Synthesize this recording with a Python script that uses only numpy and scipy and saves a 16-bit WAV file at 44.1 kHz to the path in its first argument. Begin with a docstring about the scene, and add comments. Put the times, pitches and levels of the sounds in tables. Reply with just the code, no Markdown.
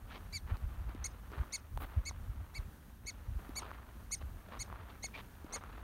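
"""Wind buffets a hand-held microphone over a faint hiss: shaped noise, swelling with breeze and short eddies.
From the start fingers and clothes rub it, as filtered random grains; early and late a fingertip squeaks.
From a third of a second on, a distant prairie dog barks eleven times, mostly half a second apart: short
arched chirps, each a stack of clean partials with a second, beating tone above every partial, and echoes.
Ticks on the casing, noise cracks with short rings, fall among the barks and outlast the final one."""
import sys
import numpy as np
from scipy import signal
from scipy.fft import rfft, irfft
from scipy.io import wavfile
from scipy.ndimage import uniform_filter1d

SR = 44100
rng = np.random.default_rng(int(sys.argv[2]) if len(sys.argv) > 2 else 0)


def transcribe(u):
    """Save the signal u as a 16-bit wav file named by the first command-line argument.

    u: samples, shape (n,) or (channels, n), limited to [-1, 1]; the rate is SR.
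    q: integer samples, one column per channel.
    """
    v = np.clip(np.atleast_2d(u).T, -1, 1)
    q = np.round(v * 32767).astype(np.int16)
    wavfile.write(sys.argv[1], SR, q)


N = 257103   # samples
TIME = np.arange(N) / SR   # s


def from_db(db):
    """Decibels to an amplitude factor."""
    return 10 ** (np.asarray(db) / 20)


def rms_one(x):
    """x scaled to an RMS of 1."""
    return x / np.sqrt(np.mean(x ** 2) + 1e-20)


def in_time(rows, at):
    """Columns of a table, read along its first column with straight lines between rows."""
    first, *columns = np.transpose(rows)
    return [np.interp(at, first, column) for column in columns]


def coloured(x, spectrum):
    """x through a (frequency [Hz], level [dB]) curve, interpolated on a log frequency axis."""
    hz, db = np.transpose(spectrum)
    grid_hz = np.maximum(np.arange(N // 2 + 1) * SR / N, 1)
    gain = from_db(np.interp(np.log(grid_hz), np.log(hz), db))
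    return irfft(rfft(x) * gain, N)


def above(x, hz):
    """Fourth-order high-pass."""
    return signal.sosfilt(signal.butter(4, hz, "high", fs=SR, output="sos"), x)


def drift(rate_hz, size=N):
    """Random wandering of RMS 1: noise through two equal one-pole low-passes at rate_hz."""
    r = np.exp(-2 * np.pi * rate_hz / SR)
    noise = rng.standard_normal(size + 4000)
    return rms_one(signal.lfilter([1], [1, -2 * r, r * r], noise)[4000:])   # drop the run-in


def ring(x, hz, t60):
    """Damped resonator: a unit click starts a sine of height 1 that falls 60 dB in t60 seconds."""
    r = from_db(-60 / (t60 * SR))
    w = 2 * np.pi * hz / SR
    return signal.lfilter([0, np.sin(w)], [1, -2 * r * np.cos(w), r * r], x + 1e-18)


def burst(start, length):
    """A broad, rounded envelope of height 1."""
    return np.sin(np.pi * np.clip((TIME - start) / length, 0, 1)) ** .6


def air():
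    """Faint steady hiss: shaped noise whose level wavers slowly."""
    # hiss colour: (frequency [Hz], level [dB])
    air_colour = [(76, -26), (130, -5), (202, -2), (452, -17), (859, -17), (1180, -20), (1700, -18.5),
                  (2120, -27), (2920, -27.5), (4830, -32), (10400, -27), (11900, -27), (15800, -31.5)]
    level = from_db(-60 + 1.2 * drift(2.1))
    return level * rms_one(coloured(rng.standard_normal(N), air_colour))


def wind():
    """Low lumps of pressure: rumble, its own beating evened out, swelling with breeze and eddies."""
    # breeze on the microphone, between the thumps: (time [s], level [dB])
    breeze_levels = [(0, -52.5), (.3, -47.5), (.5, -48.5), (.9, -49), (1.1, -45), (1.55, -56), (1.8, -42.5),
                     (1.92, -53), (2.15, -45), (2.45, -50), (2.8, -55), (3.2, -49), (3.9, -50.5),
                     (4.3, -48), (4.5, -53), (4.75, -48.5), (5.07, -52), (5.83, -47.5)]
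    # rumble colour: (frequency [Hz], level [dB])
    rumble_colour = [(13, -33), (22, 8.5), (42, 5), (59, 7), (93, 0), (178, -22.5), (300, -35.5),
                     (390, -68), (660, -120)]
    # eddies that thump the microphone: (middle [s], length [s], level [dB])
    thumps = [(0.04, 0.054, -44.5), (0.46, 0.089, -41.5), (0.527, 0.044, -30), (0.645, 0.055, -33),
              (.71, 0.14, -46), (0.792, 0.081, -40), (0.877, 0.071, -38.5), (1.012, 0.07, -46),
              (1.398, 0.062, -30), (1.76, 0.075, -38), (1.84, 0.068, -47), (1.979, 0.042, -26),
              (2.098, 0.039, -45), (2.202, 0.087, -44), (2.297, 0.055, -38), (2.40, 0.11, -44.5),
              (2.596, 0.064, -35.5), (2.666, 0.088, -47), (3.047, 0.034, -51), (3.301, 0.073, -37),
              (3.363, 0.027, -31.5), (4.26, 0.064, -41.5), (4.352, 0.095, -46.5), (4.59, 0.081, -47),
              (4.717, 0.03, -44)]
    waver_db, waver_hz = 1.5, 6.9
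    rumble = rms_one(coloured(rng.standard_normal(N), rumble_colour))
    beating = np.sqrt(uniform_filter1d(rumble ** 2, size=1200))
    steadied = rms_one(rumble / (beating + 0.74))
    breeze = from_db(in_time(breeze_levels, TIME)[0] + waver_db * drift(waver_hz))
    eddies = sum(from_db(db) * burst(middle - length / 2, length) ** 2 for middle, length, db in thumps)
    return (breeze + eddies) * steadied


def rustle():
    """Dense uneven grains of rubbing; scuffs add to the low and treble parts in their own proportions."""
    # fingers and clothes, light rubbing: (time [s], level [dB])
    rub_levels = [(.05, -64.5), (.18, -59), (.42, -73), (.55, -61), (.98, -58), (1.25, -63.5), (1.4, -56),
                  (1.7, -69.5), (1.88, -57), (2.1, -64), (2.6, -62), (2.87, -82), (3.1, -64.5), (3.3, -65),
                  (3.68, -55), (4.05, -68), (4.4, -63.5), (4.65, -59), (4.92, -57), (5.03, -71.5),
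                  (5.35, -64.5), (5.66, -55.5), (5.83, -59)]
    # rubbing colour: (frequency [Hz], level [dB])
    rub_colour = [(150, -36), (250, -0.5), (396, -2), (481, -1.5), (784, -2), (1230, 1.5), (3900, -19),
                  (7000, -41), (9100, -87), (15400, -120)]
    # firm scuffs: (start [s], length [s], level [dB], treble over that level [dB])
    scuffs = [(0.095, 0.054, -65.5, 21), (0.135, 0.049, -54.5, 11), (0.46, 0.089, -52, -1),
              (0.543, 0.025, -74, -6), (1.317, 0.1, -54.5, 1), (1.388, 0.062, -62, -3),
              (1.801, 0.054, -46.5, 0.5), (3.583, 0.088, -55.5, 6), (4.203, 0.025, -54.5, 7),
              (4.482, 0.12, -57, 3), (4.518, 0.066, -54.5, 3.5), (4.892, 0.025, -75, 23.5),
              (5.13, 0.058, -55.5, 11), (5.167, 0.051, -52.5, 11.5), (5.482, 0.064, -58.5, 2),
              (5.539, 0.054, -51.5, 3)]
    rub_treble_db = 0.9
    sizes = from_db(2.5 * np.minimum(rng.exponential(1, N), 4)) * rng.choice([-1, 1], N)
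    grains_per_s = 1800 * from_db(5 * drift(45))   # bunched unevenly
    grains = sizes * (rng.random(N) < grains_per_s / SR)
    rub = rms_one(coloured(grains, rub_colour))
    treble = above(rub, 1600)
    level_db, = in_time(rub_levels, TIME)
    low_gain, treble_gain = from_db(level_db), from_db(level_db + rub_treble_db)
    for start, length, db, bright_db in scuffs:
        stroke = burst(start, length)
        low_gain = low_gain + from_db(db) * stroke
        treble_gain = treble_gain + from_db(db + bright_db) * stroke
    return low_gain * (rub - treble) + treble_gain * treble


def slips():
    """Short rough squeaks, noise through a sharp resonance, and swishes of high hiss."""
    # a fingertip slips: (start [s], length [s], frequency [Hz], level [dB])
    squeaks = [(.104, .026, 1400, -50), (5.136, .03, 2380, -48)]
    # bright swishes: (start [s], length [s], level [dB])
    swishes = [(1.797, 0.051, -57), (1.68, 0.27, -65.5)]
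    out = np.zeros(N)
    for start, length, hz, db in squeaks:
        squeal = rms_one(ring(rng.standard_normal(N), hz, .02))
        out += from_db(db) * burst(start, length) * squeal
    swell = sum(from_db(db) * burst(start, length) for start, length, db in swishes)
    return out + swell * rms_one(above(rng.standard_normal(N), 9000))


def ticks():
    """Each tick is a sharp crack and a few cycles of ringing; faint ones fall at random."""
    # ticks on the casing: (time [s], level [dB], ring frequency [Hz], crack relative to that level [dB])
    casing_ticks = [(0.544, -43, 1200, -14), (.570, -45.5, 3480, 6), (0.893, -43, 328, 0.5),
                    (0.949, -37.5, 286, -8), (1.318, -46, 403, 1), (1.752, -54, 9000, -1),
                    (1.775, -30, 890, -5.5), (2.1113, -37.5, 980, -11), (3.052, -48, 400, -8),
                    (3.493, -36, 284, -7), (3.58, -44, 670, -12), (3.647, -50, 1070, 3),
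                    (3.708, -37.5, 1500, -14), (3.715, -32, 1170, -23), (3.739, -47, 2600, -4),
                    (3.780, -51, 2510, -6), (3.786, -48, 1110, -9), (4.1095, -41, 1240, -13),
                    (4.225, -41.5, 1600, -18), (4.488, -43.5, 590, -6), (4.68, -44, 960, -31),
                    (4.701, -37, 1210, -23), (4.727, -32.5, 1100, -32), (4.741, -40, 960, -30),
                    (4.759, -38, 1290, -25), (4.955, -43.5, 1290, -18), (5.042, -36, 750, 1),
                    (5.086, -44.5, 1190, -12), (5.445, -38, 294, -12), (5.539, -37, 760, -14),
                    (5.561, -34.5, 1140, -14), (5.581, -48, 9000, -4), (5.638, -35, 1250, -6)]
    faint_count, faint_top_db, faint_spread_db, faint_crack_db = 70, -53, 2, -20
    faint_low_hz, faint_high_hz = 865, 3200
    size = 900   # samples per tick
    faint_ticks = []
    for when, weakness, where in rng.random((faint_count, 3)):
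        db = faint_top_db + faint_spread_db * np.log(1 - .9 * weakness)
        hz = faint_low_hz * (faint_high_hz / faint_low_hz) ** where
        faint_ticks.append((when * N / SR, db, hz, faint_crack_db))
    out, strike = np.zeros(N + size), np.eye(1, size)[0]   # strike: a unit click
    for s, db, hz, crack_db in [*casing_ticks, *faint_ticks]:
        i = int(s * SR)
        crack = rng.standard_normal(size) * np.exp(-np.arange(size) / (.00035 * SR))
        crack = signal.lfilter([.6], [1, -.6], crack)   # duller towards the top
        ringing = 1.17 * ring(strike, hz, 8.4 / hz)   # 60 dB down after 8.4 cycles
        out[i:i + size] += from_db(db) * (ringing + from_db(crack_db) * crack)
    return out[:N]


def bark_pitch(phase, top_hz, top_at, rise):
    """Arched glide in Hz: the voice catches on its low pitch, jumps up, then sags and falls away."""
    catch_share, rise_bend, climb_share = 0.0693, 4.5, .35   # climb: the slow, rounded part of the rise
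    sag_share, fall_share, fall_bend = 0.05, .11, 5.04
    tail_fall = 0.67   # share of pitch lost per length after the end
    before = np.clip((top_at - phase) / (top_at - catch_share), 0, 1)
    after = np.clip((phase - top_at) / (1 - top_at), 0, 1)
    under = rise * ((1 - climb_share) * before ** rise_bend + climb_share * before ** 1.5)
    pitch = top_hz * (1 - under - sag_share * after - fall_share * after ** fall_bend)
    return uniform_filter1d(pitch * (1 - tail_fall * np.clip(phase - 1, 0, .5)), size=120)


def bark_effort(phase, swell_depth):
    """Vocal effort in dB over one bark; swell_depth scales it while the bark swells in."""
    # one bark, 0 start, 1 end: (share of length, effort before swell-in [dB])
    arch = [(-.012, -39), (0, -13), (.08, -11), (.2, -3), (.6, 2.8), (.86, -0.5), (1.0, -11), (1.1, -18),
            (1.3, -38.5)]
    swell_share = .55   # share of the length over which a bark swells in
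    effort_db = uniform_filter1d(in_time(arch, phase)[0], size=30)
    return effort_db * np.where((phase > 0) & (phase < swell_share), swell_depth, 1)


def scatter(x):
    """Grass and scrub send back a short smear: the sound convolved with a dying noise."""
    level_db, time_constant_s = -21, 0.013
    tail = rng.standard_normal(4000) * np.exp(-np.arange(4000) / (time_constant_s * SR))
    return from_db(level_db) * signal.fftconvolve(x, tail / np.sqrt(np.sum(tail ** 2)))[:N]


def surroundings(x):
    """Delayed copies and scatter of the bark, coloured together."""
    # echoes off mounds and ground: (delay [s], level before colour [dB])
    echo_list = [(0.023, -21), (0.035, -27), (.070, -39)]
    # colour of all that returns: (frequency [Hz], level [dB])
    echo_colour = [(1500, -7), (4500, -6), (6700, -14.5), (9000, 5), (12000, -8)]
    echoes = sum(from_db(db) * np.roll(x, int(lag * SR)) for lag, db in echo_list)
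    return coloured(echoes + scatter(x), echo_colour)


def barks():
    """Clean partials on an arched pitch; a second vibration in the throat beats against each of them."""
    # barks: (start [s], length [s], top pitch [Hz], top position [share of length],
    # start under the top [share of pitch], level before effort and mouth [dB], second partial over the
    # first [dB], third over the first [dB], treble as the head turns [dB], beat rate [Hz],
    # beat tone before share and effort [dB], depth of swell-in [factor on effort])
    bark_list = [(.3260, 0.054, 2336, 0.28, 0.13, -48, 3.5, -1, -3, 390, -9.5, 1.03),
                 (1.0419, 0.029, 2224, 0.59, .11, -50.5, -0.5, 8.5, 5, 358, -7.5, 0.085),
                 (1.5231, 0.041, 2245, 0.56, 0.18, -47.5, 3, 4.5, 1.5, 392, -5, 1.15),
                 (2.0528, 0.046, 2256, 0.63, 0.13, -48, 0, 1.5, -4.5, 391, -7, 1.1),
                 (2.5409, 0.046, 2287, 0.59, 0.25, -49.5, -3, -12, -8.5, 399, -6, 1.2),
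                 (3.0614, 0.044, 2267, 0.55, 0.16, -48, 0, 1.5, -4.5, 347, -8, 1.3),
                 (3.5544, 0.044, 2288, 0.56, 0.17, -48.5, 4, 5.5, 3, 336, -14, 1.36),
                 (4.1121, 0.039, 2237, 0.6, 0.15, -49, 2, 9, 7, 333, -6.5, 1.24),
                 (4.591, 0.04, 2230, 0.67, 0.17, -51.5, 3, 4.5, 4, 346, -6, 1.2),
                 (5.0251, 0.041, 2210, 0.73, 0.12, -47.5, -0.5, 1.5, -3, 350, -7, 1.35),
                 (5.5248, 0.04, 2180, 0.71, .135, -52, 1, 4.5, 3.5, 356, -2, 1.05)]
    # partials 4 to 6 over the first, before head turn: (level [dB])
    upper_partials_db = [-4, -10.5, -27.5]
    # how steeply each partial follows effort: (slope [dB per dB])
    effort_slope = [0.75, 0.83, 1.05, 0.75, 0.55, 0.35]
    # beat tone above each partial, on top of the bark's own beat level: (level [dB])
    beat_share_db = [-8, -3, 3, 0, -3, -8]
    # throat and mouth favour some pitches as the partials glide past: (frequency [Hz], level [dB])
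    mouth = [(1900, -12.5), (2080, -0.5), (3500, -3.5), (4700, 0), (5700, 2), (6500, 0.5), (7500, -5),
             (8300, 1.5), (9700, -6), (10100, -1), (10700, 0.5)]
    lower_beat_db, breathy_db, skirt_db = -16.5, -29, -24
    shimmer_db, shimmer_hz = .8, 120   # each partial wavers in strength, more so high up
    out = np.zeros(N)
    breath = rms_one(above(rng.standard_normal(N), 4800))
    for (start, length, top_hz, top_at, rise, level_db, second_db, third_db, treble_db,
         beat_hz, beat_db, swell_depth) in bark_list:
        partials_db = level_db + np.r_[0, second_db, third_db, np.add(upper_partials_db, treble_db)]
        part = slice(int((start - .01) * SR), int((start + .08) * SR))
        t = TIME[part] - start
        phase = t / length
        pitch = bark_pitch(phase, top_hz, top_at, rise)
        effort_db = bark_effort(phase, swell_depth)
        turn = 2 * np.pi * np.cumsum(pitch * (1 + .004 * drift(250, len(t)))) / SR
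        beat = 2 * np.pi * np.cumsum(beat_hz * (1 + .03 * drift(60, len(t)))) / SR
        for k, db in enumerate(partials_db):
            # the beat is deepest while the voice is weak
            upper = from_db(beat_db + beat_share_db[k] - 0.52 * np.maximum(effort_db, -9))
            sides = upper * (np.exp(1j * beat) + from_db(lower_beat_db) * np.exp(-1j * beat))
            # uneven cycles smear a skirt around each line, more so high up
            skirt = from_db(skirt_db + 5.0 * k) * drift(1000, len(t))
            shimmer = shimmer_db * np.sqrt(k + 1) * drift(shimmer_hz, len(t))
            colour_db = in_time(mouth, (k + 1) * pitch)[0] + shimmer
            tone = np.real((1 + sides + skirt) * np.exp(1j * (k + 1) * turn))
            out[part] += np.sqrt(2) * from_db(db + effort_slope[k] * effort_db + colour_db) * tone
        out[part] += from_db(max(partials_db) + breathy_db + 0.46 * effort_db) * breath[part]
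    return out + surroundings(out)


def scene():
    """All sources summed at one microphone."""
    return (air() + wind() + rustle() + slips() + ticks() + barks())[None]


def record(dry):
    """Cavities at the port dip the treble; the lowest rumble and the top are cut."""
    # microphone dips: (frequency [Hz], width [Hz], level [dB])
    port_dips = [(5170, 370, -3), (7690, 1800, -6.5), (10360, 1460, -7)]
    out = above(dry, 37.3)
    for hz, width_hz, db in port_dips:
        band = signal.lfilter(*signal.iirpeak(hz, hz / width_hz, fs=SR), out)
        out = out + (from_db(db) - 1) * band
    return signal.sosfilt(signal.ellip(10, .5, 60, 15780, fs=SR, output="sos"), out)   # steep low-pass


dry = scene()
out = record(dry)
transcribe(out)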